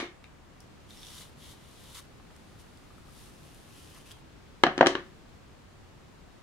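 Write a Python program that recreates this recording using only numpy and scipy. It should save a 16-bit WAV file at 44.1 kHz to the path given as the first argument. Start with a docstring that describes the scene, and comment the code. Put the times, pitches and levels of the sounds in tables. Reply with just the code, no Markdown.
"""Brushing a fringe in a small bedroom

A soft clatter opens over quiet room air and rustling sleeves. A plastic brush goes twice through the
hair: strands catch and slide in a hiss, bristles buzz and snap. Then the brush drops on the desk,
up close, and knocks, rocks and settles: hollow plastic clacks over a thumping, ringing desk top."""
import sys
import numpy as np
from scipy import signal
from scipy.fft import rfft, irfft, next_fast_len
from scipy.io import wavfile

SR = 44100
rng = np.random.default_rng(int(sys.argv[2]) if len(sys.argv) > 2 else 0)


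def put_to_file(sound):
    """Save the sound as 16-bit audio at rate SR, in the file named by the first command-line argument."""
    columns = np.atleast_2d(sound).T  # one column per channel
    safe = np.clip(columns, -1, 1)
    whole_steps = np.round(safe * 32767)
    wavfile.write(sys.argv[1], SR, whole_steps.astype(np.int16))


N = 283122
TIME = np.arange(N) / SR
RING_SIZE = 32768   # samples given to one hit and its decay

# Room tone colour. Each row: frequency in Hz, gain in dB.
AIR_COLOUR = [(12, -25), (20, -3), (65, -0.5), (130, -3), (210, -6.5), (367, -9), (434, -11), (527, -12),
              (660, -13.5), (1120, -15), (1810, -19.5), (2460, -22), (6010, -31), (6910, -30),
              (16000, -46.5)]
# Stereo image of air and sleeves. Each row: frequency in Hz, left-right likeness.
AIR_IMAGE = [(30, 0.5), (70, 0.43), (140, 0.51), (300, 0.27), (800, 0.133), (1600, 0.273), (3500, .1),
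             (15000, 0.08)]
# Sleeve colour. Each row: frequency in Hz, gain in dB.
SLEEVE_COLOUR = [(30, -16.5), (70, -1), (160, -6), (300, -9), (600, -19.5), (1200, -27), (4000, -25.5),
                 (15000, -46.5)]
# Reverb colour. Each row: frequency in Hz, gain in dB.
TAIL_COLOUR = [(100, 2), (350, -4), (800, 0), (1600, 0.5), (3500, 1.5), (7000, -3), (14000, 3.5)]
# Reverb length. Each row: frequency in Hz, T60 in seconds.
TAIL_DECAY = [(150, 0.23), (600, 0.2), (1800, 0.3), (4000, 0.26), (12000, 0.2)]
# Stereo image of the reverb. Each row: frequency in Hz, left-right likeness.
TAIL_IMAGE = [(100, 0.83), (350, 1), (700, 0.676), (1400, 0.24), (3000, -0.2), (7000, 0.0076),
              (15000, -1.4)]
# Slap off near surfaces. Each row: left and right delay in seconds, gain in dB.
EARLY_ECHOES = [(.0013, 0.0014, -9.5), (.0025, 0.0029, -19), (.0033, 0.0053, -23.5), (.0053, 0.0019, -15)]

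# Bristle snaps and fingernails on the handle. Each row: start in seconds, level in dB, ring in Hz.
BRISTLE_SNAPS = [(0.2415, -37.5, 2360), (0.604, -43, 5400), (0.907, -39, 3650), (1.0312, -36.5, 3660),
                 (1.068, -37, 3640), (1.085, -40.5, 3600), (1.18, -37, 3750), (1.2080, -42, 3450),
                 (1.951, -38, 3850), (4.1105, -42, 3000), (4.1155, -39, 3150)]
# Single hairs snagging and letting go. Each row: start in seconds, level in dB, centre in Hz.
HAIR_SNAGS = [(0.604, -52, 11000), (2.3635, -45, 6000), (2.596, -52, 5760), (2.7735, -45.5, 5090),
              (2.982, -54, 6000), (3.546, -45, 8500), (4.1150, -44, 4500)]
# Dull handling taps. Each row: start in seconds, level in dB, ring in Hz.
DULL_TAPS = [(2.1975, -49, 1130), (2.304, -49, 1090), (2.9044, -51, 1140), (2.9797, -50, 1250),
             (3.085, -49, 1220), (4.1685, -48, 1130)]
# Stereo image of friction and cracks. 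Each row: frequency in Hz, left-right likeness.
HAIR_IMAGE = [(500, 1), (2000, 0.88), (4000, 0.47), (9000, 0.45), (15000, 0.31)]
# The brush first digging in: start and end in seconds, level in dB.
DIG_IN = (0.96, 1.14, -60.5)
# Colour of that stiff rasp. Each row: frequency in Hz, gain in dB.
DIG_COLOUR = [(2500, -30), (3200, -8), (3620, -4), (4200, -16), (4900, -11), (5450, 4), (6100, -12),
              (9000, -28)]
# Hair ends slipping free. Each row: start and end in seconds, rasp in dB, hiss and buzz drive in dB.
TIP_FLICKS = [(1.941, 1.994, -55.5, -50.5), (3.941, 3.98, -60, -63), (4.104, 4.119, -66, -55.5)]
# Colour of the hair ends. Each row: frequency in Hz, gain in dB.
TIP_COLOUR = [(400, -25), (1150, 9), (1550, 1), (2100, 6.5), (3000, -32), (6000, -10), (15000, -32)]
# Colour of sliding strands. Each row: frequency in Hz, gain in dB.
STRAND_COLOUR = [(300, -14), (1100, 3.5), (2000, -4), (3500, 5.5), (5500, 4), (7500, 2), (9500, 5),
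                 (12500, -1), (15500, -11)]
# Colour of the bristle buzz. Each row: frequency in Hz before the pass's pitch ratio, gain in dB.
BRISTLE_COLOUR = [(600, -15), (1200, -27), (1600, -19), (2100, 0), (2600, -9.5), (3100, 4), (3800, 5),
                  (4400, -2), (5000, -10), (5700, -9), (7500, -7), (15000, -56)]
# Pulls of the brush. Each row: start, end and lead-in in seconds, first and last hiss drive in dB,
# extra bristle bite in dB.
PULLS = [(0.9, 1.22, 0.016, -62.5, -52, 2.5), (1.44, 1.517, 0.089, -58, -56.5, 3.5),
         (1.607, 1.981, .05, -68, -56.5, 1.5), (2.6, 2.615, 0.022, -62.5, -66, 1),
         (3.21, 3.287, 0.19, -59.5, -61.5, -3), (3.46, 3.705, 0.23, -64.5, -67.5, 0),
         (3.77, 4.012, 0.13, -60, -63.5, 2.5), (4.066, 4.105, .025, -61.5, -61.5, 6)]
# Two trips through the fringe; on the second a hand presses the hair on and the bristles ring lower.
# Each row: start and end in seconds, held-hair rustle drive in dB, buzz trim in dB, bristle pitch ratio.
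FRINGE_PASSES = [(0.792, 2.297, -77, -4, 0.96), (2.303, 4.196, -72, -6.5, 0.82)]

# Hard plastic further back on the desk. Each row: start in seconds, level in dB, ring in Hz.
PLASTIC_CLINKS = [(0.0015, -31, 2180), (0.0045, -35, 3580)]
# The brush hitting the desk. Each row: start in seconds, hit gain in dB, low-pass in Hz,
# thump trim in dB, thump pitch in Hz, boom trim in dB, reverb send in dB.
DESK_HITS = [(0.0012, -24, 6740, -1.5, 220, -9, 8.5), (0.0280, -38.5, 4460, 20.5, 290, -22, -19),
             (0.0397, -36.5, 4000, 9, 330, -9, 8), (4.6363, -1.5, 3500, -6, 268.2, -25.5, -6),
             (4.6386, -5, 1980, -17.5, 330, -26.5, -5), (4.666, -16, 2200, -1.5, 340, 2, 4),
             (4.6671, -17.5, 2900, -4.5, 360, -6.5, -4.5), (4.7789, -18.5, 6200, 7.5, 290, -10, -2),
             (4.79, -21.5, 1800, -2, 329, -19, 0), (4.8097, -8.5, 1700, 0, 287, 5, -3.5),
             (4.8118, -7, 2000, -5.5, 342, 0, 0), (4.829, -17, 1750, -8.5, 341, 10.5, -3.5),
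             (4.8613, -10.5, 3600, -2, 295, -32, -16), (4.8691, -3.5, 8000, -1, 356, -22, -1),
             (4.9529, -16.5, 3020, 1.5, 328, -30, 0)]
# Colour of the bare contact. Each row: frequency in Hz, gain in dB.
CONTACT_COLOUR = [(50, -14.5), (130, -8.5), (230, 1), (330, 2), (600, -1.5), (1200, -5), (1850, -1),
                  (2400, -7), (3100, -7), (4900, -12.5), (6200, -12), (8000, -16.5), (10500, -18.5),
                  (15000, -35.5)]
# Clack of the hollow brush. Each row: frequency in Hz, gain in dB, T60 in seconds.
CLACK_MODES = [(1160, 4.5, 0.012), (1722, -2.5, 0.021), (3033, 0.5, 0.007), (4100, -2, 0.0049),
               (5700, -3, 0.01)]
# The desk top flexing under a flat blow. Each row: frequency in Hz, relative gain in dB, T60 in seconds.
BOOM_MODES = [(264, 9, 0.051), (542, 9.5, 0.07), (688.5, 18.5, 0.034)]
# Desk and room ringing on. Each row: frequency in Hz, relative gain in dB, T60 in seconds.
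RING_MODES = [(144.7, 13, 0.32), (281, 13.5, 0.42), (348, 15, 0.28), (378.8, 11.5, 0.34),
              (493.4, 9.5, 0.246), (552.9, 14, 0.35), (660, 7, 0.31), (732, 7, 0.29), (769, 14, 0.28),
              (922, 12.5, 0.32), (1230, 3, 0.413), (1595, 7.5, 0.28)]


def from_db(db):
    """Decibels to gain."""
    return 10 ** (np.asarray(db) / 20)


def rms_one(x):
    """Scale to rms 1."""
    return x / np.sqrt(np.mean(x ** 2) + 1e-20)


def at_hz(points, hz):
    """Read a curve on a log-frequency axis."""
    f, value = np.transpose(points)
    return np.interp(np.log(np.maximum(hz, 1)), np.log(f), value)


def add(out, s, sound):
    """Mix a stereo sound in at s seconds."""
    i = max(round(s * SR), 0)
    out[:, i:i + sound.shape[1]] += sound[:, :N - i]


def panned(x, left_db):
    """Tip the balance to the left by left_db."""
    return x * from_db([[left_db / 2], [-left_db / 2]])


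def gate(start, end, edge_s):
    """Fade in over edge_s from start, hold until end, fade out half as fast."""
    return np.interp(TIME, [start, start + edge_s, end, end + 2 * edge_s], [0, 1, 1, 0])


def filtered(x, hz, kind):
    """A gentle filter, 12 dB an octave."""
    return signal.sosfilt(signal.butter(2, hz, kind, fs=SR, output="sos"), x + 1e-18)


def coloured(x, colour):
    """Minimum-phase EQ, so nothing rings ahead of a click."""
    size = next_fast_len(x.shape[-1])
    log_gain = np.log(from_db(at_hz(colour, abs(np.fft.fftfreq(size, 1 / SR)))))
    response = np.exp(np.conj(signal.hilbert(log_gain)))
    return np.fft.ifft(np.fft.fft(x, size) * response).real[..., :x.shape[-1]]


def paired(two, image):
    """Blend two unrelated signals as mid and side, narrow where the likeness is high."""
    size = 2 * next_fast_len(two.shape[1] // 2 + 1)
    mid, side = rfft(two, size)
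    alike = np.clip(at_hz(image, np.fft.rfftfreq(size, 1 / SR)), -.99, .99)
    left_right = np.sqrt((1 + alike) / 2) * mid + np.sqrt((1 - alike) / 2) * side * [[1], [-1]]
    return irfft(left_right)[:, :two.shape[1]]


def stereo_noise(size, image):
    """White noise with the given stereo image."""
    return paired(rng.standard_normal((2, size)), image)


def resonance(x, hz, t60):
    """One ringing mode, unity gain at its peak."""
    r = from_db(-60 / (t60 * SR))
    feedback = [1, -2 * r * np.cos(2 * np.pi * hz / SR), r * r]
    return signal.lfilter(np.array([1, 0, -1]) * (1 - r * r) / 2, feedback, x + 1e-18)


def click(s=0):
    """A unit pulse at s seconds."""
    return np.maximum(1 - abs(np.arange(RING_SIZE) - s * SR), 0)


def room_tone(level_db=-54):
    """The bed: still air, mostly lows."""
    return from_db(level_db) * rms_one(coloured(stereo_noise(N, AIR_IMAGE), AIR_COLOUR))


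def sleeves(lift_s=0.38, settle_s=5.3, fade_s=0.29, moving_db=-57.5, settled_db=-60):
    """Cloth rumbles softly as the arms lift and work, and eases as they settle."""
    cloth = rms_one(coloured(stereo_noise(N, AIR_IMAGE), SLEEVE_COLOUR))
    fade_in = np.interp(TIME, [lift_s, lift_s + fade_s], [0, 1])
    level_db = np.interp(TIME, [settle_s, settle_s + fade_s], [moving_db, settled_db])
    return fade_in * from_db(level_db) * cloth


def room_tail(build_s):
    """Diffuse bedroom reflections: noise swells, then each octave dies at its own rate."""
    t, hz = TIME[:RING_SIZE], np.fft.rfftfreq(RING_SIZE, 1 / SR)
    noise = rfft(stereo_noise(RING_SIZE, TAIL_IMAGE))
    octave = np.clip(np.log2(np.maximum(hz, 1) / 125), 0, 7)
    out = 0
    for k in range(8):
        centre_hz = 125 * 2 ** k
        fade = from_db(-60 * t / at_hz(TAIL_DECAY, centre_hz)) * (1 - np.exp(-t / build_s))
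        band = irfft(noise * np.maximum(1 - abs(octave - k), 0))
        out = out + band * fade / np.linalg.norm(fade) * from_db(at_hz(TAIL_COLOUR, centre_hz))
    return out


def snaps(events, crack_s, ring_cycles, crack_db, room_db, overtone=1, overtone_db=-np.inf):
    """A short crack sets off a tight ring and an optional overtone; the room answers."""
    out, tail = np.zeros((2, N)), room_tail(build_s=0.0017)
    for s, db, hz in events:
        burst = stereo_noise(RING_SIZE, HAIR_IMAGE) * np.exp(-TIME[:RING_SIZE] / crack_s)
        crack = filtered(burst, [hz / 3, min(2 * hz, .45 * SR)], "band")
        t60 = ring_cycles / hz
        ring = resonance(crack, hz, t60) + from_db(overtone_db) * resonance(crack, overtone * hz, t60)
        snap = ring + from_db(crack_db) * crack
        snap = from_db(db) * snap / abs(snap).max()
        reverb = signal.fftconvolve(snap, tail, axes=1)[:, :RING_SIZE]
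        add(out, s, snap + from_db(room_db) * reverb)
    return out


def handling():
    """Small detail: ringing bristle snaps, dry hair snags and dull taps."""
    ringing = snaps(BRISTLE_SNAPS, crack_s=0.002, ring_cycles=22, crack_db=-14, room_db=-3,
                    overtone=1.6, overtone_db=-9.5)
    ticks = snaps(HAIR_SNAGS, crack_s=0.002, ring_cycles=5.2, crack_db=6, room_db=-6)
    taps = snaps(DULL_TAPS, crack_s=0.0034, ring_cycles=12, crack_db=-22, room_db=-6)
    return ringing + panned(ticks, left_db=3) + panned(taps, left_db=4)


def clinks():
    """Hard plastic rings in the opening clatter, set back by extra reverb."""
    plastic = snaps(PLASTIC_CLINKS, crack_s=0.0044, ring_cycles=27, crack_db=-19, room_db=4.5)
    return panned(plastic, left_db=1)


def friction(colour, catches_per_s, spread_db, slide):
    """Strands catch and let go in tiny clicks of uneven size, over a smooth slide."""
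    sizes = from_db(spread_db * np.minimum(rng.exponential(1, (2, N)), 5))
    signs = rng.choice([-1, 1], (2, N))
    caught = rng.random((2, N)) < catches_per_s / SR
    texture = rms_one(sizes * signs * caught) + slide * rng.standard_normal((2, N))
    return rms_one(coloured(paired(texture, HAIR_IMAGE), colour))


def digging():
    """Stiff bristles stick and slip as they enter the hair, ringing at two pitches."""
    start, end, db = DIG_IN
    rasp = friction(DIG_COLOUR, catches_per_s=1000, spread_db=3, slide=0.5)
    return from_db(db) * gate(start, end, edge_s=0.015) * rasp


def flicks():
    """At the end of a stroke the hair ends spring free in a short, coarse rasp."""
    level = sum(from_db(db) * gate(start, end, edge_s=0.013) for start, end, db, _ in TIP_FLICKS)
    return level * friction(TIP_COLOUR, catches_per_s=550, spread_db=1, slide=0.54)


def pull(start, end, rise_s, first_db, last_db, release_t60=0.28):
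    """Envelope of one pull: it speeds up, rides the tension in the hair, and dies as the hand slows."""
    attack = np.interp(TIME, [start - rise_s, start], [0, 1])
    tension = from_db(np.interp(TIME, [start, end], [first_db, last_db]))
    release = from_db(-60 * np.maximum(TIME - end, 0) / release_t60)
    return attack * tension * release


def brushing(usual_pull_db=-53.5, buzz_follows=0.71, hiss_trim_db=2, buzz_trim_db=-0.5):
    """Hair hisses through the brush, and the bristles buzz along with each pull."""
    hiss = friction(STRAND_COLOUR, catches_per_s=3500, spread_db=5, slide=1.6)
    hiss_power = buzz_power = sum((from_db(db) * gate(start, end, edge_s=0.0073)) ** 2
                                  for start, end, _, db in TIP_FLICKS)
    for start, end, rise_s, first_db, last_db, bite_db in PULLS:
        # the buzz follows only part of the hiss's swing about its usual level
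        swing_db = np.array([first_db, last_db]) - usual_pull_db
        buzz_db = usual_pull_db + buzz_follows * swing_db + bite_db
        hiss_power = hiss_power + pull(start, end, rise_s, first_db, last_db) ** 2
        buzz_power = buzz_power + pull(start, end, rise_s, *buzz_db) ** 2
    out = 0
    for start, end, rustle_db, bristle_db, pitch in FRINGE_PASSES:
        colour = [(hz * pitch, db) for hz, db in BRISTLE_COLOUR]
        buzz = friction(colour, catches_per_s=2200, spread_db=3.5, slide=1)
        # held hair keeps rustling between pulls, driving the bristles 12 dB less
        hiss_level = from_db(hiss_trim_db) * np.sqrt(hiss_power + from_db(rustle_db) ** 2)
        buzz_drive = np.sqrt(buzz_power + from_db(rustle_db - 12) ** 2)
        buzz_level = from_db(buzz_trim_db + bristle_db) * buzz_drive
        out = out + (hiss * hiss_level + buzz * buzz_level) * gate(start, end, edge_s=0.014)
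    return panned(out, left_db=1.5)


def desk_scatter(decay_s=0.0025, low_cut_hz=911, gain_db=3):
    """Small things on the desk scatter the highs in the first milliseconds of a hit."""
    fade = np.exp(-TIME[:RING_SIZE] / decay_s)
    splash = stereo_noise(RING_SIZE, TAIL_IMAGE) * fade / np.linalg.norm(fade)
    return from_db(gain_db) * filtered(splash, low_cut_hz, "high")


def knocks(right_lag_s=0.000099, ring_trim_db=-6.5, thump_boost_db=10, thump_t60=0.02, low_send_db=-8.5):
    """Each contact is a pulse: the brush clacks, the desk thumps and booms, the room answers."""
    out = np.zeros((2, N))
    direct = np.array([click(), click(right_lag_s)])
    early = sum(from_db(db) * np.array([click(left), click(right)]) for left, right, db in EARLY_ECHOES)
    rings = np.array([from_db(db + ring_trim_db) * resonance(click(), hz, t60)
                      for hz, db, t60 in RING_MODES])
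    contact = coloured(click(), CONTACT_COLOUR)
    for s, hit_db, edge_hz, thump_db, thump_hz, boom_db, room_db in DESK_HITS:
        pulse = filtered(contact, edge_hz, "low")
        pulse = pulse / abs(pulse).max()
        clack = pulse + sum(from_db(db) * resonance(pulse, hz, t60) for hz, db, t60 in CLACK_MODES)
        boom = sum(from_db(boom_db + db) * resonance(pulse, hz, t60) for hz, db, t60 in BOOM_MODES)
        # each hit lands on another spot, with its own thump pitch and blend of rings
        thump = from_db(thump_db + thump_boost_db) * resonance(pulse, thump_hz, thump_t60)
        near = direct + early + desk_scatter()
        ring = rng.uniform(0.14, 2.26, len(rings)) @ rings
        late = ring + from_db(room_db) * room_tail(build_s=0.00073)
        brush = signal.fftconvolve(near + late, clack[None], axes=1)
        desk = signal.fftconvolve(direct + from_db(low_send_db) * late, (boom + thump)[None], axes=1)
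        add(out, s, from_db(hit_db) * (brush + desk)[:, :RING_SIZE])
    return panned(out, left_db=1.5)


def scene():
    """The mix: brush in the hair and brush on the desk, over the quiet room."""
    hair = brushing() + flicks() + digging()
    desk = knocks() + clinks()
    bed = panned(room_tone() + sleeves(), left_db=1)
    return hair + handling() + desk + bed


def record(dry, cutoff_hz=15750):
    """A soft clip rounds the hardest knocks at full scale; a steep low-pass takes off the top."""
    rounded = dry / (1 + dry ** 8) ** (1 / 8)
    return signal.sosfilt(signal.ellip(10, .1, 70, cutoff_hz, fs=SR, output="sos"), rounded)


dry = scene()
out = record(dry)
put_to_file(out)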